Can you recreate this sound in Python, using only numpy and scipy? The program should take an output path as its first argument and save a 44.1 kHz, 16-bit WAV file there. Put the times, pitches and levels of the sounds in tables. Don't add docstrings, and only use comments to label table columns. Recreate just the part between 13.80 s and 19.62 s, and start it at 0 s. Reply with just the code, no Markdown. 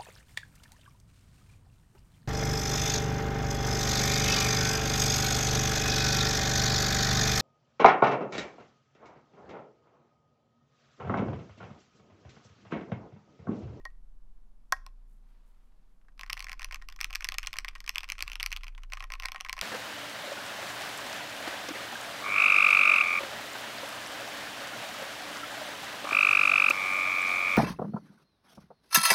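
import sys
import numpy as np
from scipy import signal
from scipy.fft import rfft, irfft, next_fast_len
from scipy.io import wavfile
from scipy.ndimage import uniform_filter1d

SR = 44100
rng = np.random.default_rng(int(sys.argv[2]) if len(sys.argv) > 2 else 0)


def digitize_waveform(pressure):
    field = np.atleast_2d(pressure).T
    bounded = np.clip(field, -1, 1)
    quanta = np.round(bounded * 32767).astype(np.int16)
    wavfile.write(sys.argv[1], SR, quanta)


def ratio_of_db(decibels):
    return 10 ** (np.asarray(decibels, float) / 20)


N = 256662


def along(points, hz):
    f, v = np.transpose(points)
    return np.interp(np.log(hz + 1), np.log(f + 1), v)


def filtered(x, response):
    m = next_fast_len(N + SR // 2)
    spectrum = rfft(x, m)
    return irfft(spectrum * response(np.fft.rfftfreq(m, 1 / SR)), m)[..., :N]


def ring(hz, gain, t60, attack, size):
    t = np.arange(size) / SR
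    hz, gain, t60 = (np.asarray(v)[..., None] for v in (hz, gain, t60))
    modes = gain * ratio_of_db(-60 * t / t60) * np.sin(2 * np.pi * hz * t)
    x = modes.sum(-2) * (1 - np.exp(-t / attack))
    return x / np.linalg.norm(x, axis=-1, keepdims=True)


def place(s, db, sounds):
    at = np.round((s + 1) * SR).astype(int)[:, None] + np.arange(sounds.shape[-1])
    scaled = ratio_of_db(db)[:, None] * sounds
    return np.bincount(at.ravel(), scaled.ravel(), N + 3 * SR)[SR:SR + N]


def struck(modes, scatter_db, detune, attack, size, count, lean_db=0):
    hz, db, t60 = np.transpose(modes)
    chance = rng.standard_normal((count, 3, len(hz)))
    sign = np.sign(chance[:, 2])
    gain = sign * ratio_of_db(db + lean_db + scatter_db * chance[:, 1])
    return ring(hz * (1 + detune * chance[:, 0]), gain, t60, attack, size)


def contacts():
    # t/s, clack level/dB, clack f/Hz,
    # then case ring level/dB and stem level/dB against the clack
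    clear = [(-.015,-34.5,1930,15,0),(0.0529,-29.5,2055,19.5,5),(0.5752,-69,1520,18,-9),(0.9232,-22,2500,14,15),(0.9236,0.5,1644,4,-8),(1.0643,-32.5,2700,11,5),
             (2.214,-55,2200,-6,-11),(2.284,-44.5,1690,5.5,-16.5),(2.378,-46.5,2360,-5,1.5),(2.3942,-20.5,2520,-2.5,-5.5),(2.411,-20,2540,-5,-3),
             (2.4334,-15,2040,-8.5,-12),(2.463,-30.5,2280,-5,-5),(2.4981,-12.5,1990,-13,-8.5),(2.5011,-12.5,2500,-5,-4.5),(2.5059,-27,1910,-5,-21),
             (2.5258,-21.5,2080,-6,-11),(2.5301,-9,2500,-11.5,0),(2.5694,-18,2010,-10,-12),(2.5757,-17.5,2370,-9,-9),(2.594,-23.5,2600,1,2),
             (2.6044,-14,2400,-11,-5),(2.6251,-24,2250,-2,1.5),(2.6434,-19.5,2260,-5,0),(2.6682,-17.5,1960,-13,-14),(2.6849,-21,2200,-4.5,-12),
             (2.6949,-14.5,2420,-9,-9),(2.7173,-16,2260,-8,-6.5),(2.73,-16.5,2110,-7,-5),(2.7949,-19.5,2370,-4.5,-4.5),(2.8094,-23,2050,-27,-13),
             (2.8186,-17,2440,-8.5,-7),(2.8293,-20.5,1920,-10,-3),(2.8452,-12.5,2660,-9.5,-1.5),(2.9107,-16,2000,-9,-14),(2.9242,-19.5,2230,0.5,-3.5),
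             (2.9279,-18.5,2370,-2,-11),(2.9446,-13.5,2730,-13,-4.5),(2.9581,-20.5,2230,-6,-7.5),(3.0162,-31.5,1960,-18,-24),(3.022,-28,1950,2.5,-5),
             (3.087,-20.5,2600,-7,-2),(3.1002,-31.5,2780,-7,-1),(3.1246,-29,1910,-10,1.5),(3.1621,-37.5,2320,4,7.5),(3.19,-26,2130,-19,-15),
             (3.1924,-30,2000,-10,-25),(3.2052,-16,2270,-8,-5.5),(3.212,-8.5,2280,-24,0),(3.2306,-18,2430,-26,-8),(3.2441,-6,2380,-33,-4.5),
             (3.3007,-31,2350,-1,-13),(3.306,-22.5,2530,1.5,-4),(3.329,-16.5,2600,-8,-6),(3.3371,-18.5,2420,-31,-12),(3.351,-11,2430,-36,-3.5),
             (3.3556,-7.5,2300,-19,-1.5),(3.4072,-16.5,2070,-10,-7.5),(3.4226,-19.5,2610,-6,-14),(3.4256,-23,2150,-25,-6),(3.4445,-10,2670,-12,0.5),
             (3.45,-12,2070,-20,-5.5),(3.488,-6.5,2040,-19,-2),(3.5208,-13,2630,-4,-6),(3.5422,-19,2300,1.5,-1),(3.5476,-22.5,2800,-8,-16),
             (3.584,-5,2300,-26,-2.5),(3.6304,-17,2330,-22,-6.5),(3.6334,-23,1800,-13,-13),(3.6389,-21,2800,-10,-15),(3.648,-21,2430,-13,-13),
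             (3.6619,-34,1950,-14,9),(3.671,-11,2300,-7,0.5),(3.6736,-14,2810,-19,-10),(3.7303,-13,2330,-25,-5),(3.739,-18,2740,-4,-7),
             (3.7576,-21,1980,0.5,-14),(3.7681,-19,2620,-6,-4),(3.774,-34,2530,-6,-8),(3.7861,-7,2380,-19,-2),(3.8043,-29,2260,-6,-5),
             (3.8467,-11.5,2110,-9.5,-8),(3.8505,-21,1850,-9,-26),(3.882,-11,2510,-15,-16),(3.8862,-15.5,2370,-21,-3.5),(3.9527,-23,2280,2.5,-4.5),
             (3.9578,-25,2630,-20,-11),(3.96,-24,1850,-7,-19),(4.0042,-23,2380,-11,-1),(4.0421,-31,1870,-1,-2),(4.0634,-32,2260,-16,6),
             (4.077,-15.5,2550,-25,-8),(4.0782,-13.5,2330,-20,-9),(4.0929,-5.5,2500,-18,-1.5),(4.148,-31,2260,-2,2),(4.1575,-6,2440,-23,-8.5),
             (4.1704,-19.5,2240,-2,-25),(4.1819,-6,2580,-20,-5),(4.2062,-19.5,2530,-19,-6),(4.2325,-17.5,2430,-5,-7),(4.236,-24,1860,-14,-15),
             (4.2423,-17,2340,-11,-7),(4.2796,-36,2600,-2,-4),(4.2888,-20.5,2640,-7,-3),(4.2943,-19.5,2460,-20,-16),(4.3003,-7.5,2430,-30,-7),
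             (4.3203,-8,2400,-29,-3),(4.3819,-20.5,2500,-8,-8),(4.391,-17.5,2470,-15,-7),(4.4063,-11.5,2710,-15,-7.5),(4.408,-21,2740,-2,-13),
             (4.4244,-6,2550,-22,-1.5),(4.4632,-37,2350,6,-11),(4.4784,-12,2630,-19,-8.5),(4.499,-19.5,2460,-9,-7),(4.5175,-13.5,2620,-27,-10),
             (4.5321,-19,2640,-13,-4),(4.5553,-13,2700,-30,-7),(4.599,-10.5,2670,-24,-11),(4.6035,-12,2480,-29,-12),(4.608,-15,2460,-10,-9),
             (4.629,-6.5,2260,-15,-1.5),(4.638,-17,2550,-8,-9),(4.655,-51,2480,-2,17),(4.6618,-5.5,2530,-18,-3),(4.706,-35,2620,2,5),
             (4.7175,-13,2360,-23,-7.5),(4.727,-9,2480,-27,-6.5),(4.7313,-12,2460,-34,-14),(4.7637,-13,2700,-38,-6.5),(4.7711,-20,2670,-12,-4),
             (4.8341,-19,2370,-6,-7.5),(4.8428,-23.5,2400,-1.5,-4.5),(4.868,-23,2650,-27,-12),(4.881,-19,2550,-20,-10.5),(4.9495,-33,3040,-17,-14),
             (4.979,-25,2430,-3,-12),(4.9817,-37,1850,-19,-25),(5.0345,-26.5,2710,-5.5,-6.5),(5.1008,-39,2840,-8,-3),(5.1221,-15.5,2170,-8,-9),
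             (5.1312,-23,2520,6.5,-20),(5.1344,-11.5,2400,-18,-5),(5.1516,-33,2040,3,-1),(5.1716,-20,2380,-1,-12),(5.173,-25,1770,-18,-13),
             (5.1969,-39,2680,2,6),(5.205,-15.5,2520,-2,-12),(5.225,-20,2010,3,-9),(5.2404,-21,2400,2,-5),(5.3026,-18,2040,-3,-11.5),
             (5.3206,-14,2320,-6,-5),(5.3372,-13.5,2520,-3.5,-6),(5.3528,-23,2340,3.5,-9),(5.399,-15.5,2600,-4,-5.5),(5.423,-18.5,2280,-1,-7),
             (5.434,-14.5,2050,-9,-12),(5.4399,-21,2140,2,-7),(5.4522,-20,1720,10.5,-9),(5.4564,-7,2120,-13,-3.5),(5.485,-15,2360,-4,-7),
             (5.5191,-15,2640,-4,-3.5),(5.546,-23,2220,9.5,-5),(5.56,-15,2280,-1,-13),(5.5799,-31,2690,5,-16),(5.603,-17.5,2130,-5,-11),
             (5.6086,-14,2530,-3,-2),(5.6485,-15.5,2400,-0.5,-10.5),(5.6514,-26,1840,-7,-24),(5.6623,-21,2020,-12,-17),(5.6642,-23,1960,-3,-12),
             (5.6868,-21,2230,1,-7),(5.6952,-8,2400,-6,-9),(5.7287,-9.5,2230,-4,-2),(5.7668,-26.5,2120,9.5,-2),(5.7708,-27,2280,-7,-11),
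             (5.779,-17.5,2170,3.5,-11),(5.7907,-12.5,2500,-12,-8.5),(5.8128,-9.5,2300,-4,3)]
    tap_scatter = 4.5, 210, 4.2, 5.2
    average_tap = [-35, 2280, -8, -11.5]
    db_per_blow_db = .55
    s, db = np.transpose(clear)[:2]
    taps = rng.standard_normal((len(s), 4)) * tap_scatter + average_tap
    tap_s = s + rng.uniform(.012, .05, len(s))
    tap_db = taps[:, 0] + db_per_blow_db * db
    taps = np.column_stack([tap_s, tap_db, taps[:, 1:]])
    return np.vstack([clear, taps]).T


def keys(s, db, hz, case_db, stem_db):
    # f/Hz, level/dB, t60/s
    case_modes = [(430, -20, .04), (610, -15, .045), (775, -11, .045), (1072, 0, .045), (1265, -7, .025),
                  (1652, 0, .035), (1878, 1, .065)]
    # f/Hz, level/dB, t60/s
    stem_modes = [(3400, -3, .006), (4300, -1, .006), (5000, 0, .006), (5600, -1, .006), (6050, -5, .007)]
    # f/Hz, level/dB, t60/s
    tick_modes = [(7700, -2, .005), (8700, -1, .005), (11100, -1, .005), (12100, -3, .004),
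                  (13400, -6, .004), (14400, -6, .004), (15200, -8, .004)]
    count = len(s)

    trio_hz = hz[:, None] * [.8, 1, 1.24] * (1 + .04 * rng.standard_normal((count, 3)))
    trio_gain = ratio_of_db([-5, 0, -5]) * [-1, 1, -1]
    clack = ring(trio_hz, trio_gain, [.006, .0065, .005], .0003, size=900)

    plate_hz = np.transpose(case_modes)[0]
    lean_db = -55 * np.abs(np.log2(hz[:, None] / plate_hz)) * (plate_hz > 1500)
    case = struck(case_modes, 3, .008, .0012, size=4000, count=count, lean_db=lean_db)
    stem = struck(stem_modes, 3, .03, .0002, size=700, count=count)
    tick = struck(tick_modes, 4, .04, .0001, size=500, count=count)

    tick_db = -7.5 + 0.11 * db + 1.15 * stem_db + 6 * np.log2(hz / 2300)
    board = place(s, db, clack) + place(s, db + case_db, case)
    board = board + place(s, db + stem_db, stem) + place(s, db + tick_db, tick)
    return filtered(board, lambda f: (1j * f / (1j * f + 500)) ** 3)


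def noise_swell(s, db):
    t = np.arange(3000) / SR - .008
    shape = np.where(t < 0, ratio_of_db(-9.5 + 60 * t / 0.0089), ratio_of_db(-60 * t / 0.041))
    noise = shape * rng.standard_normal((len(s), len(t)))
    swells = place(s + t[0], 0.63 * db - 33.5, noise)
    colour = [(300, -26.5), (1200, 12.5), (6000, -10.5), (7000, -10.5), (16000, -25.5)]
    return filtered(swells, lambda f: ratio_of_db(along(colour, f)))


def desk(s, db):
    # f/Hz, level/dB, t60/s
    desk_modes = [(51.5, 0.5, 0.72), (82.7, -7, 0.45), (134, -7.5, 0.16), (328, -1, 0.044)]
    hz, mode_db, t60 = np.transpose(desk_modes)
    blows = place(s, db - 19.5, rng.standard_normal((len(s), 1)))
    thump = ring(hz, ratio_of_db(mode_db), t60, .004, size=SR // 2)
    return signal.fftconvolve(blows, thump)[:N]


def slow_sine(s, hz, db):
    t = np.arange(N) / SR
    phase = 2 * np.pi * np.cumsum(np.interp(t, s, hz)) / SR
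    return np.sqrt(2) * ratio_of_db(np.interp(t, s, db)) * np.sin(phase)


def low_hum():
    # t/s, rms level/dB
    levels = [(0, -48), (.91, -58), (.97, -46), (2.2, -61.5), (2.48, -46), (2.8, -46.5), (2.87, -42.5),
              (3.16, -51), (3.29, -42.5), (3.45, -48), (3.65, -42), (3.73, -58), (3.82, -44.5), (4.12, -51),
              (4.68, -41.5), (5.46, -43), (5.59, -61), (5.66, -51), (5.82, -50)]
    s, db = np.transpose(levels)
    return slow_sine(s, np.full(len(s), 28.5), db)


def rock():
    # t/s, f/Hz, rms level/dB
    stand = [(0, 7.4, -50), (0.499, 7.42, -45), (1.301, 7.42, -62.5), (2.01, 7.4, -55), (2.6, 8.8, -57),
             (2.8, 8.8, -45), (3.97, 8.66, -48.5), (5.09, 8.8, -58.5), (5.32, 7.6, -48), (5.82, 6, -54.5)]
    return slow_sine(*np.transpose(stand))


def ceiling(x):
    round_trip_s, loss_db, dull_hz = .0106, -20, 9000

    def trip(f):
        delay = np.exp(-2j * np.pi * f * round_trip_s)
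        return ratio_of_db(loss_db) * delay / (1 + 1j * (f / dull_hz) ** 2)

    return filtered(x, lambda f: trip(f) + ratio_of_db(8) * trip(f) ** 2)


def room(x):
    # f/Hz, t60/s
    decay = [(300, .3), (1500, .3), (5000, .25), (14000, .17)]
    hz, t, z = signal.stft(rng.standard_normal((3, SR // 2)), SR, nperseg=256)
    decayed = z * ratio_of_db(-60 * t / along(decay, hz)[:, None])
    tails = signal.istft(decayed, SR, nperseg=256)[1]
    turn = np.arange(N) // 900 % 3 == np.arange(3)[:, None]
    wet = signal.fftconvolve(x * turn, tails / np.linalg.norm(tails[0]), axes=1).sum(0)
    return np.pad(wet, (150, 0))[:N]


def air():
    # f/Hz, relative density level/dB
    spectrum = [(20, -7.5), (60, -6.5), (140, -3), (245, -4), (290, -9.5), (500, -15.5), (1100, -16.5),
                (2000, -27.5), (10000, -34.5), (12500, -34.5), (13500, -43), (16000, -46.5)]
    x = filtered(rng.standard_normal(N), lambda f: ratio_of_db(along(spectrum, f)))
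    return ratio_of_db(-73.5) * x / x.std()


def sleeve():
    # t/s, level/dB
    drawn = [(1.15, -86.5), (1.4, -86.5), (1.51, -78.5), (1.83, -81.5), (2.1, -83.5), (2.2, -95.5)]
    # t/s, peak level/dB
    flicks = [(1.328, -81), (1.508, -87), (1.689, -82), (1.85, -87.5), (2.1, -91)]
    rise_db_per_s, fall_db_per_s = 200, 150.5
    t = np.arange(N) / SR
    cloth = ratio_of_db(np.interp(t, *np.transpose(drawn), left=-150, right=-150))
    skin = 0
    for s, db in flicks:
        skin = skin + ratio_of_db(db - np.maximum(rise_db_per_s * (s - t), fall_db_per_s * (t - s)))
    cloth_colour = [(300, -14), (900, 2.0), (2200, -4.5), (5000, -11.0), (9000, -33)]
    skin_colour = [(3000, -23.5), (7000, -1), (12000, -0.5), (15500, -8)]
    out = 0
    for level, colour in ((cloth, cloth_colour), (skin, skin_colour)):
        smooth = uniform_filter1d(rng.standard_normal(N), size=200) * np.sqrt(200)
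        grain = ratio_of_db(2 * smooth)
        x = filtered(grain * rng.standard_normal(N), lambda f: ratio_of_db(along(colour, f)))
        out = out + level * x / x.std()
    return out


def scene():
    s, db, *colour = contacts()
    board = keys(s, db, *colour) + noise_swell(s, db)
    low = desk(s, db) + low_hum() + rock()
    reflected = ceiling(board) + ratio_of_db(-25) * room(board)
    return (board + reflected + low + sleeve() + air())[None]


def roll_off(x):
    return signal.sosfilt(signal.butter(12, 16830, fs=SR, output="sos"), x)


def record(dry):
    finished = filtered(dry, lambda f: 1 / np.sqrt(1 + (f / 15700) ** 30))
    return roll_off(finished)


dry = scene()
out = record(dry)
digitize_waveform(out)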